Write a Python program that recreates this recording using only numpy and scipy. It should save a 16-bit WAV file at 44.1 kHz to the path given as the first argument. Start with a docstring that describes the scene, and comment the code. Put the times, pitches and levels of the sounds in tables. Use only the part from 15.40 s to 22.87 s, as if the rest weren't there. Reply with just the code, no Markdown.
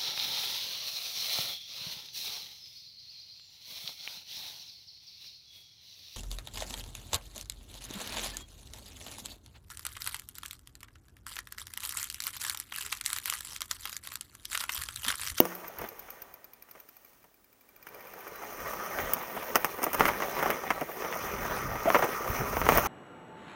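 """Mountain bike tyres creep to the lip of a forest slope and roll down it, heard from a cased microphone on the chest.
Shaped noise and grains make dirt roll and needle crunch; pops and grunts add grit and rubber scrubbing on roots.
Blows and noise bursts make knocks, rattles and snapping twigs; dense slips through resonances make the brake rub.
Pawl bursts and shell modes tick in the coasting freehub until the descent. Low noise buffets the case as the
ride grows, over a faint forest hiss. Sharp cracks ring the case near 15 kHz."""
import sys
import numpy as np
from scipy import signal
from scipy.fft import rfft, irfft
from scipy.io import wavfile
from scipy.ndimage import uniform_filter1d

SR = 44100
rng = np.random.default_rng(int(sys.argv[2]) if len(sys.argv) > 2 else 0)


def wav_record(signal):
    """Record a signal, one row per channel, as 16-bit PCM in the file named by sys.argv[1]."""
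    frames = np.transpose(np.atleast_2d(signal))
    bounded = np.clip(frames, -1, 1)
    # unit amplitude maps onto the largest positive 16-bit level
    quanta = np.round(bounded * 32767).astype(np.int16)
    wavfile.write(sys.argv[1], SR, quanta)


N = 329471
TIME = np.arange(N) / SR

# How hard the tyres work the ground, before rough patches and trims.
# Each row: time in seconds, dirt roll in dB, needle crunch in dB.
TREAD_CURVE = [(0.0, -42, -41.5), (0.25, -47, -53), (0.8, -51.5, -57), (1.1, -60.5, -69), (1.7, -64.5, -62),
               (2.05, -72, -81), (2.41, -61, -69), (2.52, -49.5, -58), (3.1, -44, -49), (3.65, -39.5, -43),
               (4.35, -42, -46), (4.75, -38, -43.5), (5.1, -37, -45.5), (5.49, -43, -47.5), (5.7, -38, -43),
               (6.35, -39.5, -46), (7.15, -36.5, -41), (7.47, -33, -36)]
# Patches of roots and loose litter. Each row: centre in seconds, half length in seconds, extra level in dB.
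ROUGH_PATCHES = [(0.435, .03, 7), (1.378, .03, 5), (3.291, .02, 3), (3.592, .025, 4), (4.62, .035, 8),
                 (4.69, .025, 5), (4.978, .04, 3), (5.078, .04, 3), (6.159, .03, 3), (6.539, .07, 4.5),
                 (7.34, .03, 7)]
# Colour of tyres on dirt. Each row: frequency in Hz, relative level in dB.
ROLL_SPECTRUM = [(71, -31.5), (120, -15), (167, -7), (292, -2.5), (412, 0.5), (678, 1), (927, -1),
                 (1290, -2.5), (1460, -6), (2050, -2.5), (2560, -14.5), (3230, -17.5), (3780, -23),
                 (4620, -29), (5000, -17), (6500, -44), (11000, -120)]
# Colour of crushed needles. Each row: frequency in Hz, relative level in dB.
CRUNCH_SPECTRUM = [(1470, -22.5), (2500, -4.5), (3060, -2.5), (3440, -12.5), (3740, -24.5), (4140, -9),
                   (5190, -6), (6150, -1.5), (6760, -7), (7770, -14.5), (9220, -4.5), (10400, -12.5),
                   (14800, 5.5), (15400, 1.5), (16000, -1.5)]
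ROLL_TRIM_DB, CRUNCH_TRIM_DB, GRIT_TRIM_DB = -0.5, 0.5, 1.5
# A tyre scrubbing on a root.
# Each row: centre in seconds, pitch in Hz, pitch rise in Hz per second, half length in seconds, level in dB.
ROOT_SCRUBS = [(6.482, 613, 5001.5, 0.0079, -17), (7.373, 652, -1000, 0.022, -26.5)]

# Knocks of frame and chain, and snapping twigs. Each row: start in seconds, body level in dB, body pitch in Hz,
# rattle against the first blow in dB, crack level in dB.
KNOCK_EVENTS = [(0.0535, -34.5, 725, -3, -39), (0.2459, -45, 1414, 3, -62), (0.3918, -42.5, 1330, 3, -62),
                (0.4153, -41, 767, 20, -45), (0.4395, -40, 820, 18, -57), (1.2882, -61.5, 1160, -10, -60),
                (1.352, -53, 1300, 8, -65), (1.8419, -60, 1090, 4, -62), (2.4675, -47.5, 1680, 12, -51),
                (3.0303, -42.5, 880, 18, -61), (3.5877, -35, 1660, -3, -51), (3.7355, -42, 1690, 1, -24.5),
                (3.966, -35, 890, 8, -55), (4.1494, -38, 1370, -1, -44), (4.1568, -21.5, 1180, 1, -22.5),
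                (4.2463, -28, 1220, -2, -29.5), (4.4194, -37.5, 616, 4, -43), (4.4308, -30.5, 860, 12, -34),
                (4.4407, -44, 660, -11, -28.5), (4.4654, -29.5, 656, 8, -48), (4.532, -37, 810, 9, -33.5),
                (4.5447, -33, 920, 12, -33.5), (4.6078, -19.5, 1080, -2.5, -40),
                (4.655, -24, 1530, -3, -35), (4.68, -25.5, 1550, 18, -34.5), (4.8221, -29.5, 1170, 5, -59),
                (5.0276, -26.5, 1020, 0, -38), (5.058, -29, 940, 22, -46), (5.1038, -28.5, 1540, -4, -33),
                (5.3045, -24, 1300, 5, -41), (5.4094, -30.5, 556, 25, -45), (5.6467, -34, 780, 12, -55),
                (6.0519, -36, 970, 5, -56), (6.4567, -28, 584, 2, -60), (6.503, -24.5, 1130, -9, -61),
                (6.5462, -18, 1000, 4.5, -47), (6.5565, -27.5, 1040, 4, -51), (6.5865, -29.5, 696, 15, -40),
                (6.6239, -23.5, 870, 12, -42), (6.6409, -28.5, 770, 18, -39), (7.1694, -28.5, 800, -9, -56),
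                (7.2161, -29, 1070, -4, -56), (7.2663, -27.5, 990, -2, -57),
                (7.2897, -17.5, 950, -1, -33.5), (7.3219, -25, 640, -8, -53), (7.3747, -32, 740, 21, -24),
                (7.3828, -25.5, 1140, -4, -35)]
# Colour of a hollow knock. Each row: frequency in Hz, relative level in dB.
BODY_SPECTRUM = [(60, -31), (150, 3.5), (300, 2), (600, 0.5), (1300, -1), (1550, -6), (2100, -3),
                 (2500, -9), (3000, -8.5), (4000, -21.5), (6000, -12.5), (9000, -28)]
# Colour of a snap. Each row: frequency in Hz, relative level in dB.
CRACK_SPECTRUM = [(800, -7.5), (2800, -4.5), (4100, -31.5), (5000, -8.5), (6200, -7), (7500, -19),
                  (9200, -8.5), (10500, -12.5), (12500, -6), (14500, -1.5), (15400, -6.5), (16500, -9)]
# Modes of the frame, absolute in the jolt, relative in the knocks.
# Each row: frequency in Hz, level in dB, time to fall 60 dB in seconds.
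FRAME_MODES = [(178, -39.5, 0.72), (335, -31, 0.39), (498.3, -26, 0.18), (266, -32, 0.13),
               (597, -30.5, 0.13), (765, -35, 0.085), (980, -40, 0.21), (1130, -35.5, 0.052),
               (1420, -43.5, 0.18), (2710, -39.5, 0.03)]
# Splinters against the first crack: level at a clean break, that break's crack level, gain per dB of weaker crack
SPLINTER_DB, CLEAN_BREAK_DB, SPLINTER_DB_PER_DB = 0.5, -32, 0.5
# Lesser random knocks: crack against body, scatter of level, typical pitch, rattle against first blow
CLATTER_CRACK_DB, CLATTER_SPREAD_DB, CLATTER_HZ, CLATTER_RATTLE_DB = -12, 2.5, 1000, 3
# Colour of the heavy jolt's thud. Each row: frequency in Hz, relative level in dB.
JOLT_SPECTRUM = [(60, -28.5), (130, -23.5), (240, 4), (350, 7), (480, 3), (700, 2), (1100, -8.5),
                 (2000, -33), (2900, -9.5), (4000, -27), (9000, -63)]
JOLT_S, JOLT_THUD_DB, JOLT_CRACK_DB = .0026, -10.5, -11

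# Pulls on the brake lever. Each row: start of full grip in seconds, end of it in seconds, rub in dB before trim.
BRAKE_PULLS = [(2.99, 3.22, -51), (3.282, 3.544, -46), (4.68, 5.31, -48.5), (5.63, 6.42, -42.5),
               (6.525, 7.47, -41.5)]
# Resonances of the rubbing disc. Each row: frequency in Hz, width of one filter pass in Hz, average gain in dB.
BRAKE_RESONANCES = [(560, 67, 1.5), (1236, 270, 8.5), (1980, 300, -8.5), (4980, 240, -39),
                    (5710, 870, -9.5), (5970, 190, -5)]
GRIP_S, LET_GO_S = 0.072, .06  # the pads close and open
DRAG_DB = -24.5  # released pads graze the disc: rub before trim, against the untrimmed roll
RUB_TRIM_DB = 1.5
# A faint squeak as the pads come on. Each row: time in seconds, pitch in Hz, level in dB.
SQUEAK_CURVE = [(2.89, 4400, -90), (2.91, 4300, -73), (2.93, 4040, -67), (2.96, 3990, -62),
                (2.985, 3950, -66), (3.015, 4030, -68), (3.03, 4030, -90)]

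# Speed of the coasting rear wheel. Each row: time in seconds, ratchet teeth per second.
WHEEL_SPEED = [(0.21, 7.5), (0.35, 9.86), (0.54, 9.53), (0.89, 8.06), (1.09, 11.25), (1.48, 11.26),
               (1.49, 12.99), (1.7, 11.86), (1.91, 8.1), (2.09, 12.11), (2.26, 12.39), (2.48, 17.26),
               (2.86, 13.62), (3.01, 11.07), (3.28, 14.42)]
COAST_START_S, COAST_END_S = 0.1502, 3.3  # the ticking starts and stops
# Loudness of the freehub. Each row: time in seconds, pawl chatter in dB before trim, hub shell in dB.
HUB_LOUDNESS = [(0.15, -33, -56), (0.92, -37, -60), (1.15, -43, -61), (1.42, -41.5, -63), (1.64, -46, -64),
                (1.75, -57, -71), (2.12, -56, -70), (2.48, -44.5, -54.5), (3.28, -42, -53)]
# Colour of the ratchet under the pawls. Each row: frequency in Hz, relative level in dB.
RATCHET_SPECTRUM = [(900, -15), (1500, -8), (2100, -20), (2500, -16), (3400, -22), (4200, -18),
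                    (4900, -14.5), (6400, -14.5), (7700, -29), (9700, -22), (11200, -15), (12600, -4),
                    (13400, 5), (14400, -6), (16000, -18)]
# Modes of the hub shell. Each row: frequency in Hz, relative level in dB, time to fall 60 dB in seconds.
HUB_MODES = [(2373, 5, 0.055), (2550, -37, .03), (4920, -3.5, 0.048), (15450, 3, 0.043)]
CHATTER_TRIM_DB = -6.5
TICK_SPREAD_DB, TICK_DETUNE = 1.3, .02  # scatter of chatter level, and of ratchet pitch as a share

# Gusts and body shakes on the case. Each row: centre in seconds, half length in seconds, rumble in dB before trim.
CASE_GUSTS = [(0.417, .025, -53.5), (3.25, 0.029, -54), (3.622, 0.054, -49.5), (4.625, 0.034, -41),
              (5.06, .03, -54), (5.352, 0.053, -53.5), (6.202, 0.19, -41), (6.912, 0.025, -32),
              (7.007, 0.016, -31), (7.275, 0.14, -34.5)]
# Rumble before trim: at rest; added by riding at the usual roll level; dB of draught for each dB of roll
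STILL_AIR_DB, DRAUGHT_DB, USUAL_ROLL_DB, DRAUGHT_DB_PER_DB = -78, -60.5, -40, 1.5
RUMBLE_TRIM_DB = 1.6
# Colour of the forest air. Each row: frequency in Hz, relative level in dB.
FOREST_SPECTRUM = [(15, -29), (25, -4), (153, -18), (223, -1.5), (285, 1), (503, -7.5), (1230, -10),
                   (1440, -12.5), (2280, -14), (2760, -14.5), (8830, -16.5), (13200, -14), (16000, -6.5)]
TOP_HZ = 16000  # upper edge of the microphone


def undb(db):
    """Turn dB into amplitude."""
    return 10 ** (np.asarray(db) / 20)


def unit(x, size=None):
    """Scale to rms 1 over the first samples (or all of them)."""
    return x / np.sqrt(np.mean(x[:size] ** 2) + 1e-18)


def fade(t, t60):
    """Decay exponentially by 60 dB in t60 seconds."""
    return np.exp(-np.log(1000) * t / max(t60, 1e-3))


def swell(centre, half):
    """Rise and die in a bell curve around a moment."""
    return np.exp(-.5 * ((TIME - centre) / half) ** 2)


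def add(out, s, x):
    """Mix x into out from time s."""
    i = max(int(s * SR), 0)
    out[i:i + len(x)] += x[:N - i]


def follow(curve, when):
    """Read the columns of a timed curve at the given times."""
    s, *columns = np.transpose(curve)
    return [np.interp(when, s, column) for column in columns]


def response(points, size=2048):
    """Make a minimum-phase impulse response with the spectrum of (Hz, dB) points."""
    hz, db = np.transpose(points)
    bins = np.fft.rfftfreq(size, 1 / SR)
    gain = undb(np.interp(np.log(bins + 1), np.log(hz), db))
    # folding the cepstrum forward puts the energy at the onset
    cepstrum = irfft(np.log(gain))
    cepstrum[1:size // 2] *= 2
    cepstrum[size // 2 + 1:] = 0
    return irfft(np.exp(rfft(cepstrum)))


def through(x, ir):
    """Pass x through an impulse response."""
    return signal.fftconvolve(x, ir)[:len(x)]


def resonate(x, hz, width_hz):
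    """Ring one resonance, gain 1 at its centre."""
    return signal.lfilter(*signal.iirpeak(hz, hz / width_hz, fs=SR), x)


def ringing(modes, size):
    """Sum decaying partials of (Hz, dB, t60) modes."""
    t = TIME[:size]
    return sum(undb(db) * np.sin(2 * np.pi * hz * t) * fade(t, t60) for hz, db, t60 in modes)


def walk(rate):
    """Wander through random levels held 1 / rate seconds and slewed twice; rms 1."""
    k = int(SR / rate)
    steps = np.repeat(rng.standard_normal(N // 20)[:N // k + 1], k)
    slewed = uniform_filter1d(uniform_filter1d(steps, k), k)
    return unit(slewed[:N])


def grains(per_s, spread_db):
    """Tiny fractures at random moments: many weak ones, a few strong."""
    sizes = undb(spread_db * np.minimum(rng.exponential(size=N), 5))
    fired = rng.random(N) < per_s / SR
    return unit(fired * sizes * rng.choice([-1, 1], N))


def tyres(roll_db, crunch_db):
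    """Knobs thud on dirt and crush dry needles; harder rolling is lumpier and has more casing boom."""
    pace = np.interp(roll_db, [-52, -39], [.3, 1])
    bumps_db = 0.82 * pace * walk(rate=28)
    dirt = unit(grains(per_s=600, spread_db=3.0) * pace + 1.1 * rng.standard_normal(N))
    needles = unit(grains(per_s=1100, spread_db=3.0) + rng.standard_normal(N))

    roll = through(scatter(dirt, t60=.04, share_db=-6), response(ROLL_SPECTRUM))
    roll = shifting(roll, spread_db=3.2 * pace)
    crunch = through(scatter(needles, t60=.02, share_db=-6), response(CRUNCH_SPECTRUM))
    crunch = shifting(crunch, spread_db=2.2 * pace)

    # gentle rolling loses part of the boom below 300 Hz
    boom = signal.sosfiltfilt(signal.butter(2, 300, fs=SR, output="sos"), roll)
    roll = roll - (1 - pace) * boom
    roll_gain = undb(roll_db + bumps_db + ROLL_TRIM_DB)
    crunch_gain = undb(crunch_db + bumps_db + CRUNCH_TRIM_DB)
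    return roll * roll_gain + crunch * crunch_gain


def scatter(x, t60, share_db):
    """The direct sound and a brief noise tail of reflections from frame, arms and ground."""
    t = TIME[:2048]
    tail = rng.standard_normal(len(t)) * fade(t, t60)
    return x + undb(share_db) * through(x, tail / np.linalg.norm(tail))


def shifting(x, spread_db):
    """The contact patch keeps changing, so each third-octave swells and sinks by itself."""
    spectrum = rfft(x)
    octaves = np.log2(np.clip(np.fft.rfftfreq(N, 1 / SR), 125, 16000) / 125)
    out = 0
    for k in range(22):
        band = np.maximum(1 - abs(3 * octaves - k), 0)
        out = out + irfft(spectrum * band, N) * undb(spread_db * walk(rate=36))
    return unit(out)


def jarring():
    """Extra dB on both tyre sounds while the wheels cross a rough patch."""
    return sum(db * swell(s, half) for s, half, db in ROUGH_PATCHES)


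def grit(roll_db, count=260):
    """Small stones and cones pop from under the tread as decaying sines, each with its own pitch."""
    out, t = np.zeros(N), TIME[:1024]
    for when, pitch, size, damping in rng.random((count, 4)):
        s = when * TIME[-1]
        hz = 380 * 6.2 ** pitch
        pop = np.sin(2 * np.pi * hz * t) * fade(t, (7 + 12 * damping) / hz)
        level_db = np.interp(s, TIME, roll_db) + 10.3 * size ** 2 + GRIT_TRIM_DB
        add(out, s, pop * undb(level_db))
    return out


def scrubs():
    """Rubber sticks and slips for a few cycles: a short grunt with a rough pitch."""
    out = np.zeros(N)
    for s, hz, rise, half, db in ROOT_SCRUBS:
        glide = hz + rise * np.clip(TIME - s, -.04, .04)
        pitch = glide * (1 + 0.0696 * walk(rate=270))
        phase = 2 * np.pi * np.cumsum(pitch) / SR
        grunt = np.sin(phase) + 0.15 * np.sin(2 * phase)
        out += undb(db) * swell(s, half) * grunt
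    return out


def knocks(rows):
    """A sharp blow and a dying rattle: the frame gives a hollow body, the contact a short crack."""
    out = np.zeros(N)
    body_ir, crack_ir = response(BODY_SPECTRUM), response(CRACK_SPECTRUM)
    t = TIME[:8192]
    blow, frame = 1. * (t == 0), ringing(FRAME_MODES, size=len(t))
    for s, body_db, hz, rattle_db, crack_db in rows:
        # sparse loose contacts begin a millisecond after the blow
        noise = rng.standard_normal((2, len(t)))
        contacts = rng.random((2, len(t))) < .1
        loose, splinters = noise * contacts * (t > .001)
        rattle, splinter = loose * fade(t, t60=0.074), splinters * fade(t, t60=0.045)

        body = blow + undb(rattle_db) * rattle / np.linalg.norm(rattle)
        body = through(resonate(body, hz, hz), body_ir)
        frame_ring = unit(through(body, frame), size=882)
        body = unit(body, size=882) + undb(-17.5) * frame_ring

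        # a fracture dies in about a millisecond; weaker breaks splinter more
        fracture = rng.standard_normal(len(t)) * fade(t, t60=0.0011)
        splinter_db = SPLINTER_DB + SPLINTER_DB_PER_DB * (CLEAN_BREAK_DB - crack_db)
        crack = through(unit(fracture) + undb(splinter_db) * unit(splinter), crack_ir)
        # thin dry twigs, all crack and little body, are the brightest
        crack = sharpen(crack, .5 * (crack_db - body_db) - 9)
        add(out, s, body * undb(body_db) + unit(crack, size=882) * undb(crack_db))
    return out


def clatter(roll_db, count=22):
    """Rows of lesser random knocks: they come thicker and harder the harder the tyres roll."""
    travelled = np.cumsum(undb(roll_db * .8))
    shares = (np.arange(count) + rng.random(count)) / count
    times = np.interp(shares, travelled / travelled[-1], TIME)
    scatters = np.clip(rng.standard_normal((count, 3)), -1.5, 1.5)
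    rows = []
    for s, (force, pitch, snap) in zip(times, scatters):
        body_db = np.interp(s, TIME, roll_db) + CLATTER_SPREAD_DB * force
        crack_db = body_db + CLATTER_CRACK_DB + 2 * CLATTER_SPREAD_DB * snap
        rows.append((s, body_db, CLATTER_HZ * 2 ** (pitch / 2), CLATTER_RATTLE_DB, crack_db))
    return rows


def sharpen(crack, ring_db):
    """An abrupt crack sets the microphone case ringing at the top of the treble."""
    ring = resonate(resonate(crack, 15000, 1900), 15000, 1900)
    return unit(crack) + undb(ring_db) * unit(ring)


def thump():
    """One heavy jolt close to the microphone: a dead thud with a crack, and the frame left ringing."""
    out, t = np.zeros(N), TIME[:2048]
    burst = rng.standard_normal(len(t)) * fade(t, t60=0.012)
    crack = sharpen(through(burst, response(CRACK_SPECTRUM)), ring_db=6.5)
    thud = unit(response(JOLT_SPECTRUM), size=220)
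    # the thud starts with the opposite polarity
    add(out, JOLT_S, undb(JOLT_CRACK_DB) * unit(crack, size=220) - undb(JOLT_THUD_DB) * thud)
    add(out, JOLT_S, ringing(FRAME_MODES, size=SR))
    return out


def brake(rub_db):
    """Pads drag on the disc: dense slips ring a few resonances, each wandering in level."""
    slips = grains(per_s=5000, spread_db=4.5)
    ring = 0
    for hz, width, db in BRAKE_RESONANCES:
        wander_db = 2.5 * walk(rate=14)
        mode = resonate(resonate(slips, hz, width), hz, width)
        ring = ring + undb(db + wander_db) * mode
    return unit(ring) * undb(rub_db + RUB_TRIM_DB)


def pad_pressure(roll_db):
    """Rub in dB before trim: a light drag, or the grip, hold and release of a lever pull if louder."""
    rub = undb(roll_db + DRAG_DB)
    for start, end, db in BRAKE_PULLS:
        grip = np.interp(TIME, [start - GRIP_S, start, end, end + LET_GO_S], [0, 1, 1, 0])
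        rub = np.maximum(rub, undb(db) * grip)
    return 20 * np.log10(rub)


def squeak():
    """The disc sings briefly as one sine, sinking in pitch before a slight rise."""
    start, end = SQUEAK_CURVE[0][0], SQUEAK_CURVE[-1][0]
    hz, db = follow(SQUEAK_CURVE, TIME)
    phase = 2 * np.pi * np.cumsum(hz) / SR
    return np.sin(phase) * undb(db) * (TIME > start) * (TIME < end)


def freehub():
    """At each tooth the pawls land and chatter for a few milliseconds, ringing ratchet and hub shell."""
    out = np.zeros(N)
    t = TIME[:2048]
    for s in ticks():
        chatter_db, shell_db = follow(HUB_LOUDNESS, s)
        # no two teeth drop the pawls alike
        shift = 1 + TICK_DETUNE * rng.standard_normal()
        ratchet = response([(hz * shift, db) for hz, db in RATCHET_SPECTRUM])
        bounces = rng.standard_normal(len(t)) * (rng.random(len(t)) < .25)
        chatter = bounces * np.minimum(t / .002, 1) * fade(t, t60=.03)
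        chatter = unit(through(chatter, ratchet), size=441)
        add(out, s, chatter * undb(chatter_db + CHATTER_TRIM_DB + TICK_SPREAD_DB * rng.standard_normal()))

        # each tooth strikes the turning shell at another place, so its modes mix anew
        modes = []
        for hz, db, t60 in HUB_MODES:
            detune = 1 + .005 * rng.standard_normal()
            modes.append((hz * detune, db + 2 * rng.standard_normal(), t60))
        add(out, s, unit(ringing(modes, size=len(t)), size=441) * undb(shell_db))
    return out


def ticks():
    """The moments when the turning wheel has carried the ratchet on by one more tooth."""
    t = TIME[(TIME >= COAST_START_S) & (TIME < COAST_END_S)]
    teeth = np.cumsum(follow(WHEEL_SPEED, t)[0]) / SR
    return np.interp(np.arange(int(teeth[-1]) + 1), teeth, t)


def buffeting(air_db):
    """Eddies and body shake rumble on the case: low noise with an unsteady level."""
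    spectrum = [(15, -25), (30, 5), (52, -5.0), (85, -7), (130, -9.0), (220, -13.5), (500, -28), (2000, -67.5)]
    rumble = through(rng.standard_normal(N), response(spectrum))
    flutter_db = 2.2 * walk(rate=18)
    return unit(rumble) * undb(air_db + flutter_db + RUMBLE_TRIM_DB)


def airflow(roll_db):
    """Rumble in dB before trim: a draught that grows steeply with the roll, and gusts that swell and die."""
    draught = undb(DRAUGHT_DB + DRAUGHT_DB_PER_DB * (roll_db - USUAL_ROLL_DB))
    gusts = sum(undb(db) * swell(s, half) for s, half, db in CASE_GUSTS)
    return 20 * np.log10(undb(STILL_AIR_DB) + np.hypot(draught, gusts))


def forest():
    """Still air among the trees: coloured noise with faint hiss, wavering slightly."""
    air = unit(through(rng.standard_normal(N), response(FOREST_SPECTRUM)))
    return air * undb(-63.0 + 0.66 * walk(rate=9))


def scene():
    """Mix ground, bike and air; the tyre roll drives crunch-free grit, clatter, pad drag and draught."""
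    roll_db, crunch_db = follow(TREAD_CURVE, TIME) + jarring()
    ground = tyres(roll_db, crunch_db) + grit(roll_db) + scrubs()
    impacts = knocks(KNOCK_EVENTS + clatter(roll_db)) + thump()
    bike = impacts + brake(pad_pressure(roll_db)) + squeak() + freehub()
    air = buffeting(airflow(roll_db)) + forest()
    return (ground + bike + air)[None]


def record(dry):
    """The microphone thins the deepest rumble, clips the hardest jolts and cuts the top."""
    thinned = signal.sosfilt(signal.butter(2, 42, "high", fs=SR, output="sos"), dry)
    clipped = np.clip(thinned, -.72, .72)
    return signal.sosfiltfilt(signal.ellip(8, .1, 50, TOP_HZ, fs=SR, output="sos"), clipped)


dry = scene()
out = record(dry)
wav_record(out)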